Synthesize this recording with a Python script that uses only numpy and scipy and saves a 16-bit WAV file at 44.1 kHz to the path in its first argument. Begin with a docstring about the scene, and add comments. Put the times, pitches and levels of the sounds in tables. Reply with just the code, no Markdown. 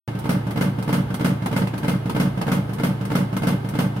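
"""A kitchen stove, heard from close above the grille of its faulty extractor fan.
About three times a second the loose wheel swings into the sheet-metal housing in the same limping
figure: a bump, a sharp tick, a scrape, then a heavy knock that chatters out. Each impact excites free
vibration: a thump from the housing's low modes, a clatter from the panels, a sizzle from the grille.
Underneath, the motor hums at harmonics of its shaft rate and draws a rush of air."""
import sys
import numpy as np
from scipy.fft import rfft, irfft, next_fast_len
from scipy.io import wavfile
from scipy.ndimage import map_coordinates

SR = 44100
rng = np.random.default_rng(int(sys.argv[2]) if len(sys.argv) > 2 else 0)


def bounce(signal):
    """Save signal as a 16-bit WAV file at the path given by the first command-line argument."""
    frames = np.transpose(np.atleast_2d(signal))
    limited = np.clip(frames, -1, 1)
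    pcm = np.round(limited * 32767).astype(np.int16)
    wavfile.write(sys.argv[1], SR, pcm)


N = 176400
RING_SAMPLES = 16384


def wheel_impacts(modes, panels, grille, first_knock_s=-0.02662, period_s=0.31782):
    """Periodic impact excitation: each swing strikes the same spots, so each keeps part of its timbre."""
    # strength of successive swings: knock_db, scrape_db
    swings = [(-1.5, 1), (0, -2.5), (-0.4, 1), (0.2, 1.5), (0.45, 0), (-1, 0), (-1, -0.5), (0.4, 2),
              (0, 1.5), (-.5, -1.5), (0.3, 0.5), (0.15, 1.5), (-0.5, -1.5), (0, 0)]
    # contacts within a swing, timed from the heavy knock: offset_s, thump_db, clatter_db, sizzle_db
    contacts = [(-.142, -19, -35, -51.5), (-.0505, -18.5, -31.5, -47), (-.037, -14.5, -27.5, -44),
                (0, -16, -23, -34), (0.0125, -14.5, -29, -37.5), (0.0346, -18, -33.5, -45),
                (0.0555, -14, -33, -57), (.0785, -18.5, -40.5, -58)]
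    out = np.zeros((2, N))
    for offset_s, thump_db, clatter_db, sizzle_db in contacts:
        own_clatter, own_sizzle = panels(), grille()
        for k, (knock_db, scrape_db) in enumerate(swings):
            clatter = amp(clatter_db) * blend(own_clatter, panels(), share=0.63)
            sizzle = amp(sizzle_db) * blend(own_sizzle, grille(), share=0.1)
            thump = amp(thump_db) * housing_thump(modes)
            blow = thump + amp(0.35 * rng.standard_normal()) * (clatter + sizzle)
            swing_db = scrape_db if offset_s < -0.02 else knock_db
            add(out, first_knock_s + k * period_s + offset_s, amp(swing_db) * blow)
    return out


def glancing_ticks(modes, panels, grille, damping_s=0.06, thump_over_clatter_db=6.5):
    """Damped transients: a glancing touch is short and bright, with a clank when it bites harder."""
    # glancing touches, different on each swing: start_s, sizzle_db, clatter_db
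    touches = [(0.081, -52, -31.5), (0.188, -41.5, -46), (.507, -41, -31), (.824, -39.5, -34),
               (1.102, -57, -47), (1.141, -34.5, -30), (1.459, -36, -22.5), (1.617, -49, -26.5),
               (1.671, -43, -29.5), (1.735, -58, -32.5), (1.778, -39, -33.5), (2.057, -62, -50),
               (2.095, -36, -24.5), (2.413, -37.5, -22.5), (2.733, -40.5, -41.5), (3.051, -40.5, -33),
               (3.365, -35.5, -25.5), (3.687, -40, -38)]
    out = np.zeros((2, N))
    damping = np.exp(-np.arange(RING_SAMPLES) / SR / damping_s)
    for start_s, sizzle_db, clatter_db in touches:
        sizzle = amp(sizzle_db) * grille()
        clank = amp(clatter_db) * (panels() + amp(thump_over_clatter_db) * housing_thump(modes))
        add(out, start_s, (sizzle + clank) * damping)
    return out


def housing_modes(attack_s=0.00098):
    """Normal modes: each rings as a damped sine, opposite in sign to its neighbours."""
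    # low modes of the housing: pitch_hz, level_db, t60_s
    resonances = [(115.64, -11.5, 0.66), (142.56, -14.5, 0.44), (146.6, -18, 0.36), (192.5, 5, 0.15),
                  (197.8, -2, 0.31), (242.9, 4, 0.15), (243.7, 1.53, 0.22), (289.8, -21, 0.55),
                  (311.7, -20, 0.5), (454, -18.5, 0.28), (578, -23, 0.24), (717, -40.5, 0.24)]
    t = np.arange(RING_SAMPLES) / SR
    pitch_hz, level_db, t60_s = np.transpose(resonances)[:, :, None]
    polarity = (-1) ** np.arange(len(pitch_hz))[:, None]
    envelope = amp(level_db - 60 * t / t60_s) * (1 - np.exp(-t / attack_s))
    return polarity * envelope * np.sin(2 * np.pi * pitch_hz * t)


def housing_thump(modes, scatter_db=0.6, width=0.042):
    """Modal superposition: the weights vary a little from blow to blow and from ear to ear."""
    gains = amp(scatter_db * rng.standard_normal(len(modes)))
    spread = width * (-1) ** np.arange(len(modes))
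    return np.array([gains * (1 + spread), gains * (1 - spread)]) @ modes


def dense_ring(spectrum, attack_s, crack_db, crack_s=0.0059, t60_s=0.25, ripple_db=3, ripple_hz=129.9):
    """Modal overlap: crowded modes merge into decaying noise. Returns a maker of such rings."""
    t = np.arange(RING_SAMPLES) / SR
    gains = sheet_colour(spectrum, RING_SAMPLES)
    crack = 1 + amp(crack_db) * np.exp(-t / crack_s)
    envelope = amp(-60 * t / t60_s) * (1 - np.exp(-t / attack_s)) * crack
    knots = np.fft.rfftfreq(RING_SAMPLES, 1 / SR) / ripple_hz

    def ring():
        # finer resonances, drawn anew for each blow
        ripple = map_coordinates(rng.standard_normal(size=512), [knots], order=1)
        return envelope * noise(gains * amp(ripple_db * ripple))
    return ring


def sheet_colour(spectrum, size):
    """Resonance: the sheet metal adds peaks to a spectrum. Returns mid and side gains per FFT bin."""
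    # resonances of the sheet metal: centre_hz, width_hz, lift_db
    peaks = [(885, 59, 5), (1278, 32, 6.5), (1562, 62, 8), (1745, 37, 5.5), (2110, 72, 10), (2924, 61, 5.5),
             (3280, 45, 4.5), (3840, 24, 3), (4900, 160, 2.5)]
    # likeness of left and right, low in the treble: frequency_hz, correlation
    likeness = [(60, 0.42), (180, 0.47), (320, 1), (500, -.05), (1200, 0.16), (2500, -0.17), (5000, -0.019)]
    hz = np.fft.rfftfreq(size, 1 / SR)
    lift_db = sum(db / (1 + (2 * (hz - centre) / width) ** 2) for centre, width, db in peaks)
    angle = np.arccos(np.clip(along(likeness, hz), -1, 1)) / 2
    return amp(along(spectrum, hz) + lift_db) * [np.cos(angle), np.sin(angle)]


def motor_hum(shaft_hz=28.32, waver_db=2, drift_rad=0.23):
    """Shaft harmonics: tones at multiples of the rotation rate, unsteady in level and phase."""
    # partials of the hum: shaft_order, level_db
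    harmonics = [(2, -51.5), (3, -48), (4, -35.5), (5, -41)]
    t = np.arange(N) / SR
    hum = np.zeros(N)
    for order, level_db in harmonics:
        peak = np.sqrt(2) * amp(level_db + waver_db * wobble(5.06))
        phase = 2 * np.pi * (order * shaft_hz * t + rng.random()) + drift_rad * wobble(2.4)
        hum += peak * np.sin(phase)
    return hum


def air_rush(level_db=-35.5):
    """Flow noise: the drawn air makes a steady broadband rush."""
    # relative spectrum of the airflow: frequency_hz, density_db
    airflow = [(25, -25), (45, -9), (70, -3), (100, -7), (130, -10.5), (200, -3), (330, -3.5), (800, -9.5),
               (1500, -17.5), (1900, -22.5), (3200, -25.5), (7100, -41), (10000, -36.5), (15500, -43.5)]
    return amp(level_db) * noise(sheet_colour(airflow, N))


def amp(db):
    """Decibels to amplitude ratio."""
    return 10 ** (np.asarray(db) / 20)


def along(points, hz):
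    """Interpolate (frequency_hz, value) points on a logarithmic frequency axis."""
    frequencies, values = np.transpose(points)
    return np.interp(np.log(hz + 1), np.log(frequencies + 1), values)


def blend(same, fresh, share):
    """Incoherent addition: the repeating part takes this share of a constant power."""
    return np.sqrt(share) * same + np.sqrt(1 - share) * fresh


def filtered(x, response):
    """Linear filtering: multiply the spectrum by a frequency response."""
    n = x.shape[-1]
    padded = next_fast_len(n + 2048)
    return irfft(rfft(x, padded) * response(np.fft.rfftfreq(padded, 1 / SR)), padded)[..., :n]


def wobble(rate_hz):
    """Random modulation: a smooth curve through rate_hz knots a second."""
    knots = rng.standard_normal(int(N * rate_hz / SR) + 4)
    return map_coordinates(knots, [np.arange(N) * rate_hz / SR])


def noise(gains):
    """Gaussian stereo noise of rms 1, shaped by mid and side gains."""
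    mid, side = irfft(gains * (rng.standard_normal(gains.shape) + 1j * rng.standard_normal(gains.shape)))
    stereo = np.array([mid + side, mid - side])
    return stereo / np.sqrt(np.mean(stereo ** 2) + 1e-20)


def add(out, start_s, sound):
    """Superpose a sound on the output at start_s."""
    start = round(start_s * SR)
    first, last = max(start, 0), min(start + sound.shape[-1], N)
    if last > first:
        out[:, first:last] += sound[:, first - start:last - start]


def scene():
    """Superposition of impacts, hum and air, with a level difference between the ears."""
    # relative spectrum of the ringing panels: frequency_hz, density_db
    clatter = [(60, -24), (140, -4), (290, 3.5), (370, -2.5), (520, -1), (660, -3), (830, -1.5), (1130, -4),
               (1450, -5), (1900, -12.5), (2700, -12.5), (4800, -23.5), (7000, -29.5), (16000, -73)]
    # relative spectrum of the loose grille: frequency_hz, density_db
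    sizzle = [(800, -23), (2000, -1), (3200, 1.5), (4800, 1), (5800, -0.5), (7300, -4.5), (8800, 3.5),
              (12000, 0), (14500, -2), (16000, -7.5)]
    # stereo balance: frequency_hz, left_minus_right_db
    balance = [(40, 0), (80, -5), (140, 0.2), (290, 0.8), (640, -2.5), (1410, -1), (2600, .3), (5500, -1.7),
               (9000, 1.5), (15000, 5)]
    modes = housing_modes()
    panels = dense_ring(clatter, attack_s=0.0016, crack_db=-3)
    grille = dense_ring(sizzle, attack_s=0.0019, crack_db=-2.5)
    rattle = wheel_impacts(modes, panels, grille) + glancing_ticks(modes, panels, grille)
    mix = rattle + motor_hum() + air_rush()
    return filtered(mix, lambda hz: amp(along(balance, hz) / 2 * np.array([[1], [-1]])))


def record(dry, start_s=0.078, cutoff_hz=15800):
    """Gating and band limiting: a moment of silence, then everything below the cutoff."""
    return filtered(dry * (np.arange(N) >= start_s * SR), lambda hz: hz < cutoff_hz)


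dry = scene()
out = record(dry)
bounce(out)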